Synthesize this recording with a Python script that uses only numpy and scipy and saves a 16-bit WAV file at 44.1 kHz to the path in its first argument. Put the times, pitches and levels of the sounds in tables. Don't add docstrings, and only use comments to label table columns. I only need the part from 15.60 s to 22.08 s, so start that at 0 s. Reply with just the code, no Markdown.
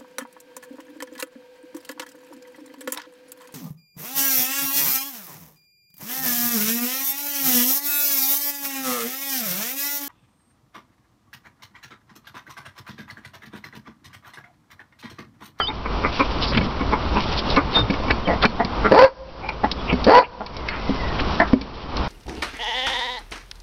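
import sys
import numpy as np
from scipy import signal
from scipy.fft import rfft, irfft
from scipy.io import wavfile
from scipy.ndimage import uniform_filter1d, minimum_filter1d

SR = 44100
rng = np.random.default_rng(int(sys.argv[2]) if len(sys.argv) > 2 else 0)


def store_pcm(level_fs):
    pcm = np.round(np.clip(level_fs, -1, 1) * 32767).astype(np.int16)
    wavfile.write(sys.argv[1], SR, np.atleast_2d(pcm).T)


N = 285768
TIME = np.arange(N) / SR


def amp(db):
    return 10 ** (np.asarray(db) / 20)


def unit(x):
    return x / np.sqrt(np.mean(x ** 2) + 1e-20)


def read(points, hz):
    f, value = np.transpose(points)
    return np.interp(np.log(hz + 1), np.log(f), value)


def curves(rows):
    s, *columns = np.transpose(rows)
    t = np.arange(s[0], s[-1], 1 / SR)
    return [t] + [np.interp(t, s, c) for c in columns]


def add(mix, s, sound):
    start = round(s * SR)
    sound = sound[max(-start, 0):]
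    part = mix[max(start, 0):][:len(sound)]
    part += sound[:len(part)]


def noise(size, shape):
    total = max(size, SR // 2)
    spectrum = rfft(rng.standard_normal(total))
    shaped = irfft(spectrum * shape(np.fft.rfftfreq(total, 1 / SR)), total)
    return unit(shaped)[:size]


def wobble(size, hz):
    return noise(size, lambda f: np.exp(-(f / hz) ** 2))


def resonate(x, hz, width):
    return signal.lfilter(*signal.iirpeak(hz, hz / width, SR), x)


def glide(x, hz, width):
    turn = np.exp(2j * np.pi * np.cumsum(hz) / SR)
    r = np.exp(-np.pi * width / SR)
    smooth = signal.lfilter([1 - r], [1, -r], x / turn)
    return 2 * (turn * smooth).real


def low_pass(x, hz):
    taps = signal.firwin(121, hz, window=("kaiser", 6), fs=SR)
    return signal.oaconvolve(x, taps, "same")


def echo(x, t60_of):
    hz, t, z = signal.stft(rng.standard_normal(SR), SR, nperseg=256)
    decay = amp(-60 * t / t60_of(hz)[:, None])
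    tail = signal.istft(z * decay, SR, nperseg=256)[1]
    tail *= np.minimum(np.arange(len(tail)) / (0.0059 * SR), 1) ** 2
    return signal.fftconvolve(x, tail / np.linalg.norm(tail))[:N]


def background():
    # f/Hz, relative level per Hz/dB
    yard_colour = [(15, 2), (35, -9), (54, 8), (75, -1.5), (110, -7), (200, -7), (350, -10.5), (720, -13),
                   (1050, -11), (1350, -16), (1700, -24.5), (3000, -26.5), (6000, -34.5)]
    # t/s at the peak, level/dB, half-length/s
    arm_moves = [(.62, -27.5, 0.19), (1.664, -30.5, 0.18), (5.698, -38.5, 0.9)]
    cloth_colour = [(300, -26.0), (1500, -12), (3000, -6), (5500, -12.0)]  # f/Hz, relative level/dB
    yard_db, cloth_db = -20.5, -35.5
    yard = noise(N, lambda f: amp(read(yard_colour, f)))
    yard = yard * amp(yard_db + 1.5 * wobble(N, 6.2))
    cloth = noise(N, lambda f: amp(read(cloth_colour, f)))
    cloth = unit(cloth * amp(2.8 * wobble(N, 25) + 2.2 * wobble(N, 500)))
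    moves = sum(amp(db) * np.exp(-((TIME - s) / length) ** 2) for s, db, length in arm_moves)
    return yard + (amp(cloth_db) + moves) * cloth


def whistle(hz, waver, flutter_db):
    turns = np.cumsum(hz * (1 + waver * wobble(len(hz), 200))) / SR
    return unit(np.sin(2 * np.pi * turns) * amp(flutter_db * wobble(len(hz), 60)))


def peeps():
    # start t/s, length/s, level/dB, pitch f/Hz at the start, in the middle, at the end
    bird_calls = [(0, 0.086, -11, 3270, 3035, 3330), (0, 0.1, -22, 4450, 4920, 4100),
                  (0.071, .032, -10.5, 3280, 3715, 3490), (2.147, 0.085, -11, 3650, 3662, 3610),
                  (2.653, 0.024, -27.5, 3180, 3130, 2980), (4.185, 0.04, -34, 3450, 3350, 3470)]
    out = np.zeros(N)
    for s, length, db, start_hz, middle_hz, end_hz in bird_calls:
        u = np.linspace(0, 1, round(length * SR))
        arc = np.polyfit([0, .5, 1], [start_hz, middle_hz, end_hz], 2)
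        tone = whistle(np.polyval(arc, u), waver=0.0069, flutter_db=1.5)
        add(out, s, amp(db) * np.sin(np.pi * u ** 0.52) * tone)
    return out


def pulses_and_puffs(pitch_hz, rough, jitter):
    size = len(pitch_hz)
    turns = np.cumsum(pitch_hz * (1 + jitter * wobble(size, 220))) / SR
    pulses = 0
    for k in range(1, 36):
        kept = np.clip((6500 - k * pitch_hz) / 500, 0, 1)
        pulses = pulses + np.cos(2 * np.pi * k * turns) * kept
    puffs = (0.19 + np.exp(-(turns % 1) / 0.5)) * noise(size, np.ones_like)
    rough = np.clip(rough, 0, 1)
    return (1 - rough) * unit(pulses) + rough * unit(puffs)


def clucks_and_squeak():
    # t/s at the peak, level/dB, half-length/s, pitch f/Hz at the peak,
    # first resonance f/Hz (the throat in a cluck), second f/Hz, second's relative level/dB
    cluck_and_squeak_rows = [(.001, 1, 0.0073, 646, 1303, 2090, -19),
                             (0.096, -17, 0.014, 274, 840, 2250, -8),
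                             (.261, -14.5, 0.0073, 226.4, 1075, 2290, -13),
                             (0.451, -12, 0.014, 233.1, 1140, 2210, -8.5),
                             (.608, -10, 0.013, 260.5, 1040, 2370, -10),
                             (1.211, -24, 0.013, 259.4, 1110, 2210, -7.5),
                             (1.334, -13, 0.012, 232.4, 930, 2190, -14.5),
                             (1.572, -14, 0.014, 231.2, 887, 2625, -11.5),
                             (1.982, -7, 0.014, 258, 1117, 2250, -14.5),
                             (2.712, -14, 0.035, 199.2, 557, 1980, -13.5),
                             (3.008, -11.5, 0.012, 247.8, 712, 1910, -12.5),
                             (3.258, -8, 0.014, 223.3, 1250, 2090, -16),
                             (3.85, -21, 0.027, 800, 783, 2330, -6),
                             (3.892, -8, 0.0037, 787, 914, 2330, -3.5),
                             (4.044, -1, 0.0065, 233.9, 704, 1836, -15.5),
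                             (4.812, -6.5, 0.0098, 230, 677, 1380, -17),
                             (5.805, 0, 0.0036, 225, 680, 1810, -2),
                             (5.818, -3.5, 0.007, 332, 705, 1870, -7)]
    out, t = np.zeros(N), np.arange(-SR // 12, SR // 12) / SR
    for s, db, length, hz, first_hz, second_hz, second_db in cluck_and_squeak_rows:
        drive = pulses_and_puffs(hz * np.exp(5 * t), rough=.3, jitter=.14)
        drive = drive * amp(2 * wobble(len(t), 200))
        first = resonate(resonate(drive, first_hz, 260), first_hz, 370)
        second = resonate(resonate(drive, second_hz, 290), second_hz, 730)
        low = resonate(resonate(drive, 370, 420), 210, 630)
        sound = first - amp(second_db) * second + amp(-4) * low
        add(out, s + t[0], amp(db) * unit(sound) * np.exp(-abs(t / length) ** 2.55))
    return out


def scrapes():
    # t/s at the peak, level/dB, half-length/s, centre f/Hz, width/Hz
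    rubs = [(.836, -18.5, 0.02, 3840, 3200), (.89, -25, 0.026, 4570, 1800), (.926, -15, 0.0063, 690, 1780),
            (0.95, -21.5, 0.019, 2180, 3600), (.98, -16, 0.0077, 2300, 2870),
            (0.988, -17.5, .079, 170, 216), (1.787, -23, 0.019, 3900, 2970),
            (1.909, -26, 0.026, 3930, 2940), (2.163, -22, 0.04, 3460, 3470),
            (2.179, -12.5, 0.028, 690, 1780), (2.21, -17, 0.044, 130, 90.5),
            (2.51, -11.5, 0.0073, 1300, 2600), (2.832, -16, .011, 3020, 3800),
            (2.846, -8, 0.016, 1150, 1650), (3.893, -22.5, 0.006, 4300, 2630),
            (4.304, -15.5, 0.016, 2590, 850), (4.312, -19.5, 0.021, 700, 1360), (4.388, -21, 0.031, 56, 35),
            (4.647, -8, 0.016, 2560, 736), (5.13, -22, 0.058, 1500, 2600),
            (5.599, -19.5, 0.011, 1800, 3000), (5.847, -25, 0.039, 1300, 905)]
    out, t = np.zeros(N), np.arange(-SR // 10, SR // 10) / SR
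    for s, db, length, hz, width in rubs:
        rub = noise(len(t), lambda f: 1 / (1 + (2 * (f - hz) / width) ** 4))
        rub = rub * amp(2.4 * wobble(len(t), 590))
        add(out, s + t[0], amp(db) * unit(rub) * np.exp(-abs(t / length) ** 1.74))
    return out


def ring(modes, t, spread):
    chance = rng.standard_normal((len(modes), 2))
    out = 0
    for (hz, db, t60), (a, b) in zip(modes, chance):
        decay = amp(db + 0.73 * a - 60 * t / t60)
        out = out + decay * np.sin(2 * np.pi * hz * (1 + spread * b) * t)
    return out


def knocks():
    # t/s, relative levels/dB of wood thud, bolt clack and sharp tick
    blows = [(0.973, -11.5, -17, -16), (1.011, -18, -19.5, -33), (1.052, -17, -39, -35.5),
             (1.208, -15, -42, -39), (1.962, -20, -18.5, -15.5), (2.19, -13, -27.5, -17),
             (2.299, -7, -17, -29), (2.305, -15, -29, -14.5), (2.338, -22, -24, -24),
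             (2.481, -19, -24.5, -27.5), (2.508, -18, -9.5, -14.5), (2.674, -11.5, -19, -36.5),
             (2.852, -6.5, -6.5, -5.5), (3.048, -13, -24, -14), (4.115, -18.5, -26, -3.5),
             (4.328, -3.5, -18.5, -20.5), (4.443, -38, -27, -7.5), (4.863, -34, -19.5, -9.5),
             (4.967, -38, -29, -11.5), (5.086, -29, -10.5, -10.5), (5.293, -5.5, -35.5, -29),
             (5.602, -21.5, -28, -18), (5.933, 10, -15, -14), (6.012, -9.5, -15, -8),
             (6.368, -20, -24, -8.5)]
    # mean f/Hz, mean relative level/dB, t60/s
    wood_modes = [(110, 5.5, 0.0096), (195.2, 0, 0.1), (265.8, -3, 0.17), (386, -10, 0.11), (466, -2, .036),
                  (684, -13.5, .076), (865, -7, 0.0095)]
    # mean f/Hz, mean relative level/dB, t60/s
    bolt_modes = [(900, -6.5, 0.014), (1727, 6.5, 0.03), (2280, 10.5, .046), (2587, 7, .033),
                  (2960, -3.5, 0.056), (3440, -15.5, .031), (4460, -11, 0.18)]
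    out, t = np.zeros(N), np.arange(SR // 5) / SR
    contact = 1 - np.exp(-t / 0.0013)
    for s, wood_db, bolt_db, tick_db in blows:
        tick = noise(len(t), lambda f: np.exp(-((f - 4300) / 1500) ** 2))
        tick = tick * (np.exp(-t / 0.0053) + amp(-27.0) * np.exp(-t / 0.037))
        rattle = ring(bolt_modes, t, spread=0.023) * amp(2.8 * wobble(len(t), 400))
        body = amp(wood_db) * ring(wood_modes, t, spread=0.078) + amp(bolt_db) * rattle / 2
        add(out, s, contact * body + amp(tick_db) * tick / 2)
    return out


def squawks():
    # start t/s, effort level/dB, time to tighten/s, length before release/s,
    # creak pitch f/Hz, shriek pitch f/Hz before the climb, roughness (0-1) when tight, release/s
    squawk_rows = [(3.307, 16.5, .046, 0.14, 139, 463.6, 0.33, 0.037),
                   (4.461, 14.5, .038, 0.13, 159.8, 436.6, 0.46, 0.049)]
    # f/Hz, width/Hz, relative level/dB
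    throat_modes = [(1160, 110, -5), (1626, 150, -9.5), (2280, 51, -17.5), (4490, 370, -20.5)]
    # f/Hz, width/Hz, relative level/dB
    coop_modes = [(526.6, 39, 4), (962, 41, 8)]
    attack_s, swell_db, release_db = .012, 20, 22.5
    climb_hz_per_s, sag_hz_per_s = 520, 2200
    slack_rough = 0.13
    throat_shut_hz, throat_open_hz = 306, 712
    beak_shut_db, beak_open_db = -5.5, 1
    out = np.zeros(N)
    for s, effort_db, tighten, length, creak_hz, shriek_hz, rough, release in squawk_rows:
        t = np.arange(0, length + release, 1 / SR)
        pushed, after = np.minimum(t, length), np.maximum(t - length, 0)
        tension = 1 - np.exp(-(t / tighten) ** 1.8)
        hz = creak_hz + (shriek_hz - creak_hz) * tension
        hz = hz + climb_hz_per_s * pushed - sag_hz_per_s * after
        throat_hz = throat_shut_hz + (throat_open_hz - throat_shut_hz) * tension
        open_db = beak_shut_db + (beak_open_db - beak_shut_db) * tension ** 0.59
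        drive = pulses_and_puffs(hz, rough + slack_rough * (1 - tension + after / release), jitter=.035)
        upper = sum(amp(db) * resonate(resonate(drive, f, w), f, 3 * w) for f, w, db in throat_modes)
        chest = amp(-11.0) * glide(glide(drive, hz, 170), hz, 270)
        throat = glide(glide(drive, throat_hz, 340), throat_hz, 420)
        voice = throat + chest + amp(open_db) * upper
        voice /= np.sqrt(uniform_filter1d(voice ** 2, size=500) + 1e-12)
        voice *= amp(3.84 * wobble(len(t), 310))
        level_db = effort_db - swell_db * (1 - pushed / length) - release_db * np.sqrt(after / release)
        fade = np.minimum(t / attack_s, 1) ** 1.4 * signal.windows.tukey(len(t), .03)
        add(out, s, amp(level_db) * voice * fade)
    return out + sum(amp(db) * resonate(out, f, w) for f, w, db in coop_modes)


def hinge():
    # t/s, mean f/Hz, level/dB
    squeal = [(4.92, 2230, -35), (5.08, 2070, -44), (5.38, 2044, -38), (5.49, 1880, -31), (5.6, 1860, -44)]
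    out = np.zeros(N)
    t, hz, db = curves(squeal)
    tone = whistle(hz, waver=.028, flutter_db=4)
    add(out, t[0], amp(db) * tone * signal.windows.tukey(len(t), .08))
    return out


def scene():
    # f/Hz, t60/s
    yard_decay = [(150, .31), (520, 1.05), (1000, 1.1), (2000, 0.6), (6000, 1.5)]
    in_coop = clucks_and_squeak() + squawks()
    in_coop = in_coop + amp(-5.0) * echo(in_coop, lambda hz: np.full(len(hz), .09))
    near = in_coop + knocks() + scrapes() + peeps() + hinge()
    yard_echo = amp(-26) * echo(near, lambda hz: read(yard_decay, hz))
    return (near + yard_echo + background())[None]


def gain_control(x, threshold_db, share, attack, recover_s, start_db):
    level_db = 10 * np.log10(abs(uniform_filter1d(x ** 2, size=300)) + 1e-12)
    cut_db = share * np.maximum(level_db - threshold_db, 0)
    held_db = -minimum_filter1d(-cut_db, size=4001, origin=2000, mode="constant")
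    ease = np.exp(-TIME / recover_s)
    cut_db = np.maximum.accumulate(np.maximum(held_db / ease, start_db)) * ease
    r = np.exp(-1 / (attack * SR))
    smooth_db = signal.lfilter([1 - r], [1, -r], cut_db - start_db)
    return x * amp(-start_db - smooth_db)


def record(dry):
    hiss_db, ceiling = -51.5, .7
    cutoff_hz, edge_hz = 5750, 15800
    x = gain_control(dry[0], threshold_db=-14, share=0.75, attack=0.006, recover_s=0.39, start_db=14.5)
    x = x + amp(hiss_db) * noise(N, np.ones_like)
    x = x / (1 + (x / ceiling) ** 8) ** (1 / 8)
    x = low_pass(x * signal.windows.tukey(N, .0005), cutoff_hz)
    return low_pass(np.clip(x, -ceiling, ceiling), edge_hz)[None]


dry = scene()
out = record(dry)
store_pcm(out)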